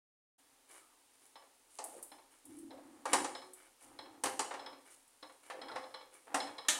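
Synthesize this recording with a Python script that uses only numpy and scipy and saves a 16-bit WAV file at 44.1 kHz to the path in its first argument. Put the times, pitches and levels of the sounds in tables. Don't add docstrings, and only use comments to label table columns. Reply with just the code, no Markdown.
import sys
import numpy as np
from scipy import signal
from scipy.fft import rfft, irfft, next_fast_len
from scipy.io import wavfile
from scipy.ndimage import map_coordinates

SR = 44100
rng = np.random.default_rng(int(sys.argv[2]) if len(sys.argv) > 2 else 0)


def unload_wav(signal):
    wavfile.write(
        sys.argv[1],
        SR,
        np.round(np.clip(np.atleast_2d(signal).T, -1, 1) * 32767).astype(np.int16),
    )


N = 299439
TIME_S = np.arange(N) / SR
AGE_S = np.arange(SR) / SR


def amp(db):
    return 10 ** (np.asarray(db) / 20)


def unit(x):
    return x / np.sqrt(np.mean(x ** 2) + 1e-20)


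def along(points, hz):
    point_hz, value = np.transpose(points)
    return np.interp(np.log(hz + 1), np.log(point_hz + 1), value)


def filtered(x, response):
    size = next_fast_len(len(x) + 8192)
    spectrum = rfft(x, size) * response(np.fft.rfftfreq(size, 1 / SR))
    return irfft(spectrum, size)[:len(x)]


def coloured(x, spectrum):
    return unit(filtered(x, lambda hz: amp(along(spectrum, hz))))


def tilted(rows, tilt_db_per_octave, pivot_hz):
    return [(hz, db + tilt_db_per_octave * np.log2(hz / pivot_hz), *rest) for hz, db, *rest in rows]


def resonate(x, peaks):
    def response(f):
        total = 1
        for centre, width, db in peaks:
            band = 1j * f * width
            total = total + amp(db) * band / (centre * centre - f * f + band)
        return total
    return filtered(x, response)


def add(track, start_s, sound):
    part = track[round(start_s * SR):][:len(sound)]
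    part += sound[:len(part)]


def burst(spectrum, t60_s, crack_db):
    fade = amp(-60 * AGE_S / t60_s) + amp(crack_db - 60 * AGE_S / 0.017)
    attack = 1 - np.exp(-AGE_S / 0.0019)
    x = coloured(rng.standard_normal(SR), spectrum) * fade * attack
    return x / np.std(x[:SR // 50])


def ring(modes, scatter_db):
    hz, db, t60_s = np.transpose(modes)[:, :, None]
    t = AGE_S[:SR // 2]
    gain = amp(db + scatter_db * rng.standard_normal(hz.shape))
    decay = np.exp(-np.log(1000) * t / t60_s)
    waves = gain * decay * np.sin(2 * np.pi * (hz * t + rng.random(hz.shape)))
    total = waves.sum(0) / np.linalg.norm(gain) * (1 - np.exp(-t / 0.00047))
    return np.pad(total, (0, SR - len(t)))


def grains(rate_per_s, spread_db, spectrum):
    hits = rng.random(N) < rate_per_s / SR
    pops = hits * rng.standard_normal(N) * amp(spread_db * rng.standard_normal(N))
    return coloured(pops, spectrum)


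def stroke(start_s, length_s, attack_s, release_s):
    age = np.maximum(TIME_S - start_s, 0)
    return (1 - np.exp(-age / attack_s)) ** 2 * np.exp(-np.maximum(age - length_s, 0) / release_s)


def wobble(points_per_s):
    points = rng.standard_normal(int(N * points_per_s / SR) + 4)
    return map_coordinates(points, [TIME_S * points_per_s])


# frequency in Hz, density in dB per Hz (relative).
HISS_COLOUR = [(15, -51), (25, 4.5), (43, -19), (130, -10.5), (161, -29), (269, 0.5), (352, -6), (437, -4),
               (620, -7), (905, -1.5), (1040, -6), (1510, -8.5), (9210, -12.5), (15800, -19)]


def hiss():
    return amp(-70.5) * coloured(rng.standard_normal(N), HISS_COLOUR)


# frequency in Hz, t60 in s.
ROOM_DECAY = [(100, 0.73), (300, 0.76), (1000, 0.47), (4000, 0.43), (9000, 0.48), (15000, 0.47)]


def kitchen(x, wet_db):
    hz, t, z = signal.stft(rng.standard_normal(SR), SR, nperseg=256)
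    decay = amp(-60 * t / along(ROOM_DECAY, hz)[:, None])
    tail = signal.istft(z * decay, SR, nperseg=256)[1][:SR]
    tail = tail * (1 - np.exp(-AGE_S / 0.004))
    tail = tail / np.linalg.norm(tail)
    tail[rng.integers(SR // 300, SR // 40, size=8)] += .11 * rng.choice([-1, 1], size=8)
    return x + amp(wet_db) * signal.fftconvolve(x, tail)[:N]


# start in seconds, relative level in dB.
TOUCHES = [(1.262, -59), (1.84, -36), (2.0263, -39), (2.453, -49.5), (2.567, -56), (2.586, -50.5),
           (3.5338, -45.5), (4.45, -59), (4.9393, -63), (5.077, -59), (6.14, -54)]
# frequency in Hz, density in dB per Hz (relative).
TOUCH_COLOUR = [(2500, -27), (5500, -18), (7500, -4.5), (8800, 4), (10000, 4.5), (11500, -5.5),
                (16000, -16.5)]


def ticks():
    out = np.zeros(N)
    for start_s, db in TOUCHES:
        add(out, start_s, amp(db - 9) * burst(TOUCH_COLOUR, t60_s=.06, crack_db=0))
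    return out


# start in seconds, length in s, start pitch in Hz,
# relative level in dB.
AIR_POCKETS = [(.76, .26, 1406, -75), (1.785, 0.087, 961, -51.5), (1.926, 0.063, 620, -56.5),
               (2.7, .055, 745, -53.5), (2.76, 0.051, 860, -59.5), (5.508, 0.0887, 674, -52.5),
               (5.679, 0.047, 1700, -54.5), (5.719, 0.04, 601, -52.5)]
SLURP_FALL_OCTAVES = .5
FLUTTER_COLOUR = [(10, -1.5), (70, -6.0), (300, -20.5), (1000, -69.0)]  # Hz, relative dB per Hz


def slurps():
    out = np.zeros(N)
    for start_s, length_s, start_hz, db in AIR_POCKETS:
        progress = np.clip(AGE_S / length_s, 0, 1)
        hz = start_hz * 2 ** (-SLURP_FALL_OCTAVES * progress)
        swell = np.sqrt(2 * np.abs(np.sin(np.pi * progress)))
        flutter = coloured(rng.standard_normal(SR), FLUTTER_COLOUR)
        tone = np.sin(2 * np.pi * np.cumsum(hz) / SR)
        add(out, start_s, amp(db) * swell * flutter * tone)
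    return out


# centre in Hz, width in Hz, lift in dB.
STEEL_PEAKS = [(2264, 68, 13.5), (2930, 100, 6), (7100, 75, -6), (8520, 55, 11.5), (8840, 120, 5),
               (9410, 700, -7), (10900, 70, 5.5)]


def singing(x):
    return unit(resonate(x, STEEL_PEAKS))


# start in seconds, length in s, wet fizz in dB, mush in dB.
PRESS_STROKES = [(0.682, 0.096, -62.5, -62.5), (1.206, 0.044, -74, -72.5), (1.692, 0.12, -68, -78.5),
                 (1.88, 0.087, -63.5, -84), (2.303, 0.032, -69, -67.5), (2.485, 0.066, -73.5, -73),
                 (3.073, 0.11, -56.5, -48.5), (3.544, .12, -75, -66.5), (3.796, 0.053, -63, -68),
                 (4.848, 0.029, -68, -61), (4.898, 0.046, -63.5, -73.5), (5.42, 0.054, -70, -62.5),
                 (6.116, 0.048, -73, -64)]
# frequency in Hz, density in dB per Hz (relative).
FIZZ_COLOUR = [(1500, -25.5), (3000, -10.5), (5500, -9), (7500, -1.5), (8800, -3), (10000, 3), (11200, -8),
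               (16000, -20)]
MUSH_COLOUR = [(150, -52.5), (310, 7), (500, 2.5), (850, 5), (1700, 3.5), (2300, -5), (3400, -7.5),
               (7000, -14), (14000, -32)]
PRESS_ATTACK_S, PRESS_RELEASE_S = 0.0085, 0.029
SETTLE_DB, SETTLE_WANDER_DB, SETTLE_POINTS_PER_S = -75, 1.5, 5.8


def lentils():
    fizz_gain = amp(SETTLE_DB + SETTLE_WANDER_DB * wobble(SETTLE_POINTS_PER_S))
    mush_gain = np.zeros(N)
    for start_s, length_s, fizz_db, mush_db in PRESS_STROKES:
        push = stroke(start_s, length_s, PRESS_ATTACK_S, PRESS_RELEASE_S)
        fizz_gain += amp(fizz_db) * push
        mush_gain += amp(mush_db) * push
    fizz = singing(grains(4800, 3.6, FIZZ_COLOUR))
    mush = singing(grains(1200, 1, MUSH_COLOUR))
    return fizz_gain * fizz + mush_gain * mush


# mode in Hz, relative level in dB, t60 in s.
PAN_MODES = [(271.4, -2, 0.37), (304, -2, 0.38), (370, -8, 0.54), (445, -15, 0.22), (521, 0.5, 0.43),
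             (545.4, -2, 0.16), (693, 0.5, 0.11), (790, 1, 0.21), (890, -1.5, 0.13), (1032, -6, 0.27),
             (1053, -4, 0.079), (1072, 0.5, 0.13), (1144, 1.5, 0.09), (1200, -19, 0.21), (1342, -31, 0.22),
             (1560, -15, 0.196), (1708, 0, 0.07), (1840, -24, 0.28), (2215, -18, 0.19)]
# frequency in Hz, density in dB per Hz (relative).
BODY_COLOUR = [(250, -26), (460, 1.5), (640, -2), (830, 6), (1030, -1), (1250, -2.5), (1500, -7.5),
               (1850, -7.5), (2250, -13), (3500, -22), (6000, -32), (12000, -65)]
PAN_T60_S = .14


def pan_sound(tilt_db_per_octave):
    dense = burst(tilted(BODY_COLOUR, tilt_db_per_octave, pivot_hz=1000), PAN_T60_S, crack_db=-33.0)
    dense = resonate(dense, [(hz, 30, db - 3.0) for hz, db, _ in PAN_MODES])
    clear = ring(tilted(PAN_MODES, tilt_db_per_octave, pivot_hz=1000), scatter_db=8.5)
    return amp(-10.0) * (dense / np.std(dense[:SR // 50]) + .7 * clear)


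# start in seconds, length in s, groan in dB, scrape in dB.
DRAG_STROKES = [(1.79, 0.21, -69, -63.5), (2.432, .24, -54.5, -76.5), (2.71, 0.31, -62.5, -68),
                (3.059, 0.15, -47.5, -72), (3.806, 0.41, -64.5, -67.5), (4.418, 0.27, -65.5, -57.5),
                (5.513, 0.26, -61.5, -57), (6.261, 0.25, -61.5, -55.5), (6.684, 0.11, -64, -54)]
# frequency in Hz, density in dB per Hz (relative).
JUDDER_COLOUR = [(30, -47), (75, -31), (110, -7), (165, -56.5), (235, -5.5), (270, 5.5), (318, 8.5),
                 (380, -15), (700, -29), (2000, -79)]
GROAN_ATTACK_S, SCRAPE_ATTACK_S, DRAG_RELEASE_S = 0.032, 0.0054, 0.05


def drag():
    groan_gain, scrape_gain = np.zeros(N), np.zeros(N)
    for start_s, length_s, groan_db, scrape_db in DRAG_STROKES:
        groan_gain += amp(groan_db) * stroke(start_s, length_s, GROAN_ATTACK_S, DRAG_RELEASE_S)
        scrape_gain += amp(scrape_db) * stroke(start_s, length_s, SCRAPE_ATTACK_S, DRAG_RELEASE_S)
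    shake = signal.hilbert(coloured(rng.standard_normal(N), JUDDER_COLOUR), next_fast_len(N))[:N]
    groan = unit(shake.real / np.hypot(np.abs(shake), .6))
    scrape = grains(1400, 1.97, BODY_COLOUR)
    return groan_gain * groan + scrape_gain * scrape


# start in seconds, relative steel level in dB.
HEAD_CLACKS = [(1.3555, -49.5), (2.1165, -49), (2.7062, -52), (3.3501, -36.5), (3.9884, -40.5),
               (4.5932, -43.5), (4.6613, -40), (5.2264, -44), (5.6148, -39), (5.6835, -42.5), (5.7151, -41),
               (5.7598, -42), (5.8362, -48.5), (5.9414, -38.5), (6.4021, -30.5), (6.5811, -36)]
# frequency in Hz, density in dB per Hz (relative).
CLACK_COLOUR = [(1200, -9.5), (2200, 6), (2600, -48), (3300, 8), (3700, 3.5), (4150, 14.5), (4550, -16),
                (5250, 10.5), (5800, -23), (9300, -8), (12000, -38), (16000, -39)]
# mode in Hz, relative level in dB, t60 in s.
HEAD_MODES = [(2240, 7.5, 0.22), (3030, 3, 0.17), (3300, 12, 0.16), (3500, -4, 0.16), (3920, 5.5, 0.098),
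              (4160, 16.5, 0.042), (5210, 5, 0.32), (5240, -0.5, 0.16), (5480, -5, 0.072)]
REBOUND_S, REBOUND_LOSS_DB = .067, 13.5
JOLT_DB, JOLT_GROWTH_DB_PER_DB, TYPICAL_CLACK_DB = -42.5, 0.51, -42


def clacks(count=2):
    out = np.zeros(N)
    chatter = (1 - np.exp(-AGE_S / 0.00079)) / (1 + (AGE_S / 0.0096) ** 4)
    for start_s, first_db in HEAD_CLACKS:
        for k in range(count):
            db = first_db - k * REBOUND_LOSS_DB
            contact = coloured(rng.standard_normal(SR), CLACK_COLOUR) * chatter
            head = amp(-8) * contact + amp(-9.5) * ring(HEAD_MODES, scatter_db=2)
            jolt_db = JOLT_DB + JOLT_GROWTH_DB_PER_DB * (db - TYPICAL_CLACK_DB)
            jolt = amp(jolt_db) * pan_sound(tilt_db_per_octave=2.0)
            add(out, start_s + k * REBOUND_S, amp(db) * head + jolt)
    return out


# start in seconds, relative level in dB.
RIM_BLOWS = [(6.684, -21)]
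# frequency in Hz, density in dB per Hz (relative).
CLANG_COLOUR = [(150, -40), (280, 1.5), (420, -11.5), (1000, 0.5), (1700, 3), (3000, 3), (3950, 8.5),
                (4900, -3), (6400, 6), (8500, 6), (10500, -3.5), (13000, -11.5), (16000, -31.5)]
# mode in Hz, relative level in dB, t60 in s.
RIM_MODES = [(599, -0.5, 0.21), (930, -11, .4), (1213, -2.5, 0.45), (1734, -5, 0.19), (2180, -5, 0.27),
             (2970, -1, 0.13), (3320, 5, 0.23), (3887, -8, .3), (4200, 16, 0.039), (6300, -4, 0.65),
             (6860, -15, .5), (6820, -27, .5), (7120, 14, 0.16), (7700, 10, 0.14), (7880, -9, 0.22),
             (8600, -6, 0.33)]


def rim():
    out = np.zeros(N)
    for start_s, db in RIM_BLOWS:
        clang = amp(-6) * burst(CLANG_COLOUR, t60_s=0.17, crack_db=7.5)
        ringing = amp(-7) * ring(RIM_MODES, scatter_db=1)
        add(out, start_s, amp(db) * (clang + ringing))
    return out


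# start in seconds, relative body level in dB, steel contact in dB
# and stove thump in dB (both relative to body), body tilt in dB per octave, top sparkle in dB per octave.
PAN_KNOCKS = [(1.786, -37.5, 3.5, -19, 1, -23), (3.054, -27, -6, -26, 2, -5),
              (3.131, -18.5, 4.5, -28, 3, -1), (3.244, -29, -0.5, -18, 3, -22),
              (4.236, -27, 6, -14, 1.5, 10), (4.256, -29, 1, -6, 7, 7), (4.392, -25.5, 3.5, -8.5, 4.5, -7),
              (4.508, -32.5, -20, -32, 3.5, -2), (4.539, -37, -8, -11, 5, -16),
              (5.499, -35, -11.5, -25, 5.5, 12), (5.757, -32, -14.5, -35, 4, -5),
              (6.343, -21.5, -2, -10.5, 3, -1)]
# frequency in Hz, density in dB per Hz (relative).
CONTACT_COLOUR = [(300, -49), (900, -50), (2300, -6), (2900, 2.5), (3500, -6.5), (3950, 0), (4800, 0),
                  (7000, 2), (9500, 6.5), (10500, -4), (12500, -14), (16000, -35.5)]
THUMP_COLOUR = [(25, -60), (70, -20), (115, -15), (165, -34), (235, -19), (280, 8), (325, -1), (450, 0.5),
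                (800, -43)]


def knocks():
    out = np.zeros(N)
    for start_s, db, steel_db, thump_db, body_tilt, sparkle in PAN_KNOCKS:
        thump = amp(thump_db - 11) * burst(THUMP_COLOUR, t60_s=0.11, crack_db=-8.0)
        colour = [(hz, level + sparkle * np.log2(max(hz / 8000, 1))) for hz, level in CONTACT_COLOUR]
        contact = burst(colour, t60_s=.11, crack_db=9)
        add(out, start_s, amp(db) * (pan_sound(body_tilt) + thump))
        add(out, start_s + .0005, amp(db + steel_db - 15.0) * contact)
    return out


def scene():
    blows = kitchen(knocks() + rim(), wet_db=-5.5) + kitchen(clacks() + ticks(), wet_db=-4.5)
    blows = signal.sosfilt(signal.butter(2, 85, "high", fs=SR, output="sos"), blows)
    food = kitchen(lentils() + drag() + slurps(), wet_db=-7.5)
    return (blows + food + hiss())[None]


START_S, FADE_IN_S, TOP_HZ = .38, .01, 15850


def record(dry):
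    opened = np.clip((TIME_S - START_S) / FADE_IN_S, 0, 1)
    return filtered(dry[0] * opened, lambda hz: hz < TOP_HZ)[None]


dry = scene()
out = record(dry)
unload_wav(out)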